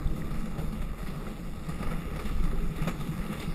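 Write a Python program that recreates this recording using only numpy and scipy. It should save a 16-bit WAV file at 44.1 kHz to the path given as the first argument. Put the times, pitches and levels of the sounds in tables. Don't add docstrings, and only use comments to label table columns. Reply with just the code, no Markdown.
import sys
import numpy as np
from scipy import signal
from scipy.fft import rfft, irfft
from scipy.io import wavfile
from scipy.ndimage import uniform_filter1d

SR = 44100
rng = np.random.default_rng(int(sys.argv[2]) if len(sys.argv) > 2 else 0)


def volts_from_decibels(level):
    exponent = np.asarray(level, float) / 20
    return 10 ** exponent


def waveform_to_disk(signal):
    frames = np.transpose(np.atleast_2d(signal))
    scaled = np.clip(frames, -1, 1) * 32767
    samples = np.round(scaled).astype(np.int16)
    wavfile.write(sys.argv[1], SR, samples)


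N = 156114
TIME = np.arange(N) / SR

# (time [s], roughness level [dB], load on the body [dB])
ROAD = [(0, -54.5, -2), (.3, -53, -2), (.46, -54, -4), (.55, -55.5, -3.5), (.75, -56, -0.5), (.94, -57, -9),
        (1.15, -55, -4.5), (1.45, -54, -6), (1.62, -56, -5.5), (1.76, -52.5, -4.5), (1.96, -51.5, -6),
        (2.08, -53.5, -3.5), (2.3, -53.5, -6.5), (2.62, -52.5, -3.5), (3.0, -51.5, -7), (3.2, -51, -3.5),
        (3.38, -49, -9), (3.54, -53, 0.5)]
# (time [s], rattle level [dB], rattle decay t60 [s])
JOLTS = [(0.162, -38.5, 0.17), (0.2194, -46, 0.052), (0.2498, -42, 0.12), (0.3105, -38, 0.11),
         (0.3425, -41, 0.29), (0.397, -38.5, 0.096), (0.4594, -41, 0.1), (0.5847, -38, 0.51),
         (0.6394, -50, 0.24), (0.7277, -43, 0.39), (0.818, -40, 0.22), (0.982, -43.5, 1),
         (1.071, -35.5, 0.12), (1.269, -42.5, 0.2), (1.689, -38, 0.23), (1.8297, -34.5, 0.15),
         (1.8706, -42, 0.19), (1.9114, -39.5, 0.31), (2.1624, -35, 0.087), (2.1947, -33.5, 0.17),
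         (2.255, -37.5, 0.65), (2.439, -36.5, 0.27), (2.7635, -37, 0.31), (2.8194, -38, 0.37),
         (2.877, -26.5, 0.14), (3.002, -37.5, 0.36), (3.0774, -38, 0.12), (3.33, -30.5, 0.085),
         (3.4026, -33.5, 0.14), (3.428, -31, 0.095)]
# (frequency [Hz], level [dB])
RUSH = [(100, -10.5), (300, -0.5), (500, -4), (900, -12.5), (2000, -12), (4500, -24), (9000, -25.5),
        (15500, -29.5)]
# (frequency [Hz], width [Hz], gain [dB])
CASE = [(1239, 325, 11.5), (1460, 820, -3), (1900, 49, 5), (2370, 360, 1), (3126, 150, -9),
        (3570, 166, 6.5), (4890, 720, 2), (6030, 870, -9.5), (5920, 640, -2.5), (7730, 430, -5),
        (8900, 1500, -2), (10530, 290, 2.5), (818, 120, 5), (13600, 640, 1)]
# (frequency [Hz], width [Hz], level [dB])
BODY_MODES = [(143.5, 19.4, 0), (172, 18.3, 0), (215.4, 24.2, -1), (310, 48, -13.5), (410, 50, -19.5),
              (507, 40, -17)]
# (time [s], level [dB])
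WIND = [(0.0, -31), (0.05, -36), (0.29, -36), (0.37, -36.5), (0.52, -34.5), (0.86, -39.5), (0.95, -42.5),
        (1.79, -36), (1.87, -27), (1.95, -34.5), (2.2, -35), (2.7, -37), (2.9, -35), (3.12, -36),
        (3.44, -37), (3.54, -38)]
# (frequency [Hz], level [dB per Hz])
BUFFET = [(12, 6.5), (22, -3.5), (35, -2.5), (65, -4.5), (100, -13.5), (200, -29), (500, -67)]
# (time [s], length [s], frequency [Hz], peak level [dB])
WOBBLES = [(0.05, 0.048, 28, -21), (.1, 0.065, 21, -26.5), (0.332, 0.13, 20, -30.5),
           (0.627, 0.087, 20.4, -31.5), (0.8, 0.074, 26, -30.5), (.9, 0.059, 18, -33),
           (1.05, 0.056, 18.5, -31.5), (1.577, 0.072, 24, -32.5), (1.75, 0.075, 16, -40),
           (1.868, 0.062, 28, -28.5), (1.945, 0.061, 11, -32), (1.521, 0.048, 17, -31),
           (3.194, 0.048, 25, -32), (2.247, 0.253, 20.2, -29.5), (2.392, 0.34, 21.6, -28.5),
           (2.758, 0.11, 23, -30.5), (3.02, 0.078, 11, -34), (3.355, 0.14, 18.4, -41)]
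WOBBLE_HARMONICS = [-8, -19]
# (time [s], peak level [dB], frequency [Hz], decay t60 [s])
KNOCKS = [(.005, -33.5, 310, 0.091), (2.46, -34.5, 303, 0.16), (.46, -40.5, 493, 0.13),
          (.62, -39, 457, 0.17), (2.31, -38, 478, 0.074), (1.267, -34, 1340, 0.021),
          (1.27, -44, 2010, 0.07), (1.695, -40, 1900, 0.049), (1.87, -38.5, 2240, 0.031),
          (1.912, -38, 1313, 0.13), (2.194, -37.5, 2270, 0.035), (2.53, -34.5, 396, 0.17),
          (2.6, -38.5, 410, 0.44), (2.785, -32.5, 298, 0.12), (2.802, -35, 1880, 0.025),
          (2.873, -28.5, 570, 0.039), (2.878, -27, 1245, 0.033), (2.878, -35, 2440, 0.032),
          (3.33, -43, 1230, 0.11), (3.401, -37.5, 3600, 0.038)]
# (time [s], peak level [dB], frequency [Hz])
THUDS = [(0.054, -31, 141.3), (0.134, -39, 180), (.31, -34, 147), (0.436, -33, 209), (0.481, -42, 157),
         (0.584, -27.5, 153), (0.732, -36, 219), (1.031, -34, 163), (1.085, -34.5, 187), (1.161, -36, 151),
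         (1.571, -42, 141), (1.689, -34, 162), (1.806, -32.5, 172), (1.911, -32, 172), (2.17, -39.5, 157),
         (2.248, -35, 212), (2.36, -43, 166), (2.439, -31, 172.4), (2.504, -40, 145), (2.542, -33, 164),
         (2.676, -41, 161), (2.817, -27.5, 160), (2.87, -27.5, 171), (2.995, -32.5, 150), (3.09, -27, 160),
         (3.183, -30.5, 172), (3.216, -36.5, 201), (3.296, -28, 205), (3.392, -36, 178),
         (3.472, -30.5, 154)]
# (time [s], peak level [dB], frequency [Hz])
TICKS = [(.0727, -39, 3530), (.0735, -46, 8500), (.2194, -33, 1910), (.599, -43, 2000), (.817, -40, 1810),
         (1.829, -37, 2170), (1.831, -32, 890), (1.835, -48, 4760), (1.886, -39, 1900), (1.9355, -33, 1970),
         (2.0198, -38, 1800), (2.1595, -48, 2300), (2.2548, -40, 2210), (2.576, -40, 1850),
         (2.822, -46, 5200), (2.826, -32, 1220), (2.838, -38, 2420), (2.876, -47, 3770), (2.879, -47, 5400),
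         (2.874, -45, 770), (2.901, -39, 1250), (3.0754, -48, 2200), (3.402, -38, 4860), (3.402, -43, 7100),
         (3.41, -43, 8500), (1.269, -40, 1500), (1.91, -36, 1310), (3.425, -44, 4400)]
# (time [s], peak level [dB], frequency [Hz])
PAN_KNOCKS = [(0.135, -34, 345), (0.72, -51, 394), (0.885, -40, 312), (0.939, -36, 520), (1.276, -38, 498),
              (1.504, -42, 300), (1.692, -30, 314), (1.806, -31, 277), (1.829, -32, 295), (1.913, -31, 518),
              (2.075, -29, 408), (2.261, -38, 282), (2.309, -27.5, 280), (2.402, -29, 347),
              (2.874, -34, 360), (2.939, -29, 303), (3.064, -27, 261), (3.116, -30, 320), (3.291, -26, 316),
              (3.347, -34, 401), (3.428, -28, 377)]
# (time [s], length [s])
SPARSE = [
    (.13, .07),
    (.26, .2),
    (.68, .26),
    (1.13, .52),
    (2.05, .13),
    (2.52, .2),
    (2.89, .12),
    (3.46, .07),
]

GRIT_PER_S, GRIT_SPREAD_DB, GRIT_SHARE = 1500, 3.9, 0.64
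TREMORS_PER_S, TREMOR_SPREAD_DB, TREMOR_DB, TREMOR_T60_S = 40, 3, -13, 0.03
RATTLE_DB, RATTLE_RISE_S = -9.5, 0.006
FINE_PATCH_DB, BROAD_PATCH_DB, CASE_RIPPLE_DB = 0.5, 1.6, 1.4
DARKENS_HZ, DARKENS_WIDTH_HZ, DARKENS_SHARE_PER_S = 620, 100, 0.18
DRONE_DB, DRONE_FOLLOWS_ROAD, UPPER_MODES_DB_PER_S = 17.5, 0.77, -0.5
GUST_DB = 5.5
MOUNT_HZ, MOUNT_WIDTH_HZ, MOUNT_DB = 27.5, 12, -41.5
WOBBLE_RISE_S, WOBBLE_FALL_S, WOBBLE_SWELL_DB = 0.011, 0.048, 3
KNOCK_RISE_S, TICK_T60_S = 0.00097, 0.016
THUD_DB, THUD_T60_S, THUD_RISE_S, THUD_LEAD_S = 6, 0.14, 0.0077, 0.004
PAN_DB, PAN_T60_S, PAN_RISE_S = -6, 0.078, 0.0027
FAINT_DB, FAINT_LEFT_DB, FAINT_WANDER_DB, SPARSE_DB = -12, -30, 2.4, 4
EDGE_HZ = 15000


def evened(x):
    return x / np.sqrt(np.mean(x ** 2) + 1e-20)


def read(points, hz):
    f, value = np.transpose(points)
    return np.interp(np.log(hz + 1), np.log(f + 1), value)


def curve(table, column):
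    table = np.array(table)
    return np.interp(TIME, table[:, 0], table[:, column])


def add(mix, s, sound):
    part = mix[round(s * SR):][:len(sound)]
    part += sound[:len(part)]


def colour(x, gain_db):
    log_gain = np.r_[gain_db, gain_db[-2:0:-1]] * np.log(10) / 20
    spectrum = np.exp(np.conj(signal.hilbert(log_gain)))
    taps = np.fft.ifft(spectrum).real[:4096]
    return signal.oaconvolve(x, taps / np.linalg.norm(taps))[:N]


def resonate(x, hz, width):
    turn = np.exp(2j * np.pi * hz * TIME)
    r = np.exp(-np.pi * width / SR)
    return 2 * (turn * signal.lfilter([1 - r], [1, -r], x / turn)).real


def blurred(x, frames, bins):
    return uniform_filter1d(uniform_filter1d(x, frames, axis=-1), bins, axis=-2)


def patchy(x, patch_db, frames, bins):
    z = signal.stft(x, nperseg=512)[2]
    patches = evened(blurred(rng.standard_normal(z.shape), frames, bins))
    return signal.istft(z * volts_from_decibels(patch_db * patches), nperseg=512)[1][:N]


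def clicks(per_s, spread_db):
    size_db = spread_db * np.minimum(rng.exponential(1, N), 4)
    return volts_from_decibels(size_db) * (rng.random(N) < per_s / SR)


def struck(rows, rise_s):
    out, t = np.zeros(N), np.arange(0, 0.3, 1 / SR)
    for (s, db, hz, t60), (phase, bend) in zip(rows, rng.random((len(rows), 2))):
        turn = 2 * np.pi * (hz * t * (1 + 1.16 * (bend - 0.5) * t) + phase)
        envelope = np.minimum(t / rise_s, 1) * volts_from_decibels(db - 60 * t / t60)
        add(out, s, envelope * np.sin(turn))
    return out


def shaking():
    fade = volts_from_decibels(-60 / TREMOR_T60_S / SR) ** 2
    tremor = signal.lfilter([1], [1, -fade], clicks(TREMORS_PER_S, TREMOR_SPREAD_DB) ** 2)
    tremor = volts_from_decibels(2 * TREMOR_DB) * uniform_filter1d(tremor, size=90)
    power = volts_from_decibels(2 * curve(ROAD, 1)) * (1 + tremor)
    t = np.arange(0, 0.5, 1 / SR)
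    for s, db, t60 in JOLTS:
        rise = np.minimum(t / RATTLE_RISE_S, 1) ** 2
        add(power, s - RATTLE_RISE_S, rise * volts_from_decibels(2 * (db + RATTLE_DB - 60 * t / t60)))
    return np.sqrt(abs(power))


def wheels():
    grit = evened(clicks(GRIT_PER_S, GRIT_SPREAD_DB) * rng.choice([-1., 1.], N))
    hiss = GRIT_SHARE * grit + np.sqrt(1 - GRIT_SHARE ** 2) * rng.standard_normal(N)
    hiss = patchy(hiss, FINE_PATCH_DB, 8, 4)
    hiss = patchy(hiss, BROAD_PATCH_DB, 24, 20)
    drive = shaking() * hiss
    hz = np.fft.rfftfreq(8192, 1 / SR)
    case_db = sum(db * np.exp(-(2 * (hz - f) / w) ** 2) for f, w, db in CASE)
    ripple = evened(uniform_filter1d(rng.standard_normal(len(hz)), size=16))
    case_db = case_db + CASE_RIPPLE_DB * ripple * (hz > 1500)
    rush = volts_from_decibels(6.5) * colour(drive, read(RUSH, hz) + case_db)
    thinning = DARKENS_SHARE_PER_S * (TIME - TIME.mean())
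    return rush - thinning * resonate(rush, DARKENS_HZ, DARKENS_WIDTH_HZ)


def body_drone():
    road_db = curve(ROAD, 1)
    swing_db = DRONE_FOLLOWS_ROAD * (road_db - road_db.mean())
    level_db = road_db.mean() + swing_db + curve(ROAD, 2) + DRONE_DB
    noise, ring = rng.standard_normal(N), np.zeros(N)
    for k, (hz, width, db) in enumerate(BODY_MODES):
        drift_db = (k > 2) * UPPER_MODES_DB_PER_S * (TIME - TIME.mean())
        mode = resonate(resonate(noise, hz, width), hz, 1.73 * width)
        ring += (-1) ** k * volts_from_decibels(db + drift_db) * mode
    return volts_from_decibels(level_db) * evened(ring)


def wind():
    hz = np.fft.rfftfreq(N, 1 / SR)
    spectrum = rfft(rng.standard_normal(N)) * volts_from_decibels(read(BUFFET, hz)) * (hz > 8)
    buffeting = evened(irfft(spectrum, N))
    gusts = uniform_filter1d(rng.standard_normal(N), size=1500)
    gusts = evened(uniform_filter1d(gusts, size=1500))
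    return volts_from_decibels(curve(WIND, 1) + GUST_DB * np.tanh(gusts) - 3) * buffeting


def mount():
    sway = resonate(rng.standard_normal(N), MOUNT_HZ, MOUNT_WIDTH_HZ)
    out = volts_from_decibels(MOUNT_DB) * evened(resonate(sway, MOUNT_HZ, 2 * MOUNT_WIDTH_HZ))
    for s, length, hz, db in WOBBLES:
        t = np.arange(0, length, 1 / SR)
        turn = 2 * np.pi * hz * (t - WOBBLE_RISE_S)
        swing = np.cos(turn)
        for k, harmonic_db in enumerate(WOBBLE_HARMONICS):
            swing += volts_from_decibels(harmonic_db) * np.cos((k + 2) * turn)
        ends = np.clip(np.minimum(t / WOBBLE_RISE_S, (length - t) / WOBBLE_FALL_S), 0, 1)
        level = volts_from_decibels(db + WOBBLE_SWELL_DB * np.sin(np.pi * t / length))
        add(out, s, -swing * np.sin(ends * np.pi / 2) ** 2 * level)
    return out


def fittings():
    return struck(KNOCKS, KNOCK_RISE_S)


def thuds():
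    rows = [(max(s - THUD_LEAD_S, 0), db + THUD_DB, hz, THUD_T60_S) for s, db, hz in THUDS]
    return struck(rows, THUD_RISE_S)


def ticks():
    return struck([(s, db, hz, TICK_T60_S) for s, db, hz in TICKS], KNOCK_RISE_S)


def floor_pan():
    return struck([(s, db + PAN_DB, hz, PAN_T60_S) for s, db, hz in PAN_KNOCKS], PAN_RISE_S)


def scene():
    rolling = wheels() + body_drone() + wind() + mount()
    impacts = fittings() + thuds() + ticks() + floor_pan()
    return (rolling + impacts)[None]


def thinned(x):
    hz, t, z = signal.stft(x, SR, nperseg=1024)
    power = blurred(abs(z) ** 2, 5, 3)
    usual = np.median(power, axis=2)[..., None]
    around = blurred(np.minimum(power, 2 * usual), 60, 60)
    chance = evened(blurred(rng.standard_normal(z.shape), 16, 8))
    sparse = sum((t > s) & (t < s + length) for s, length in SPARSE)
    sparse = sparse * (abs(hz - 6000) < 550)[:, None]
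    threshold_db = FAINT_DB + SPARSE_DB * sparse + FAINT_WANDER_DB * chance
    weak = (power < volts_from_decibels(2 * threshold_db) * around) & (hz > 2500)[:, None]
    return signal.istft(z * np.where(weak, volts_from_decibels(FAINT_LEFT_DB), 1), SR, nperseg=1024)[1][:, :N]


def top_cut(x):
    return signal.sosfilt(signal.butter(12, 15520, fs=SR, output="sos"), x)


def record(dry):
    overloaded = np.tanh(1.54 * dry) / 1.454
    low_pass = signal.firwin(45, EDGE_HZ, fs=SR)[None]
    limited = signal.oaconvolve(overloaded, low_pass, "same")
    return top_cut(thinned(limited))


dry = scene()
out = record(dry)
waveform_to_disk(out)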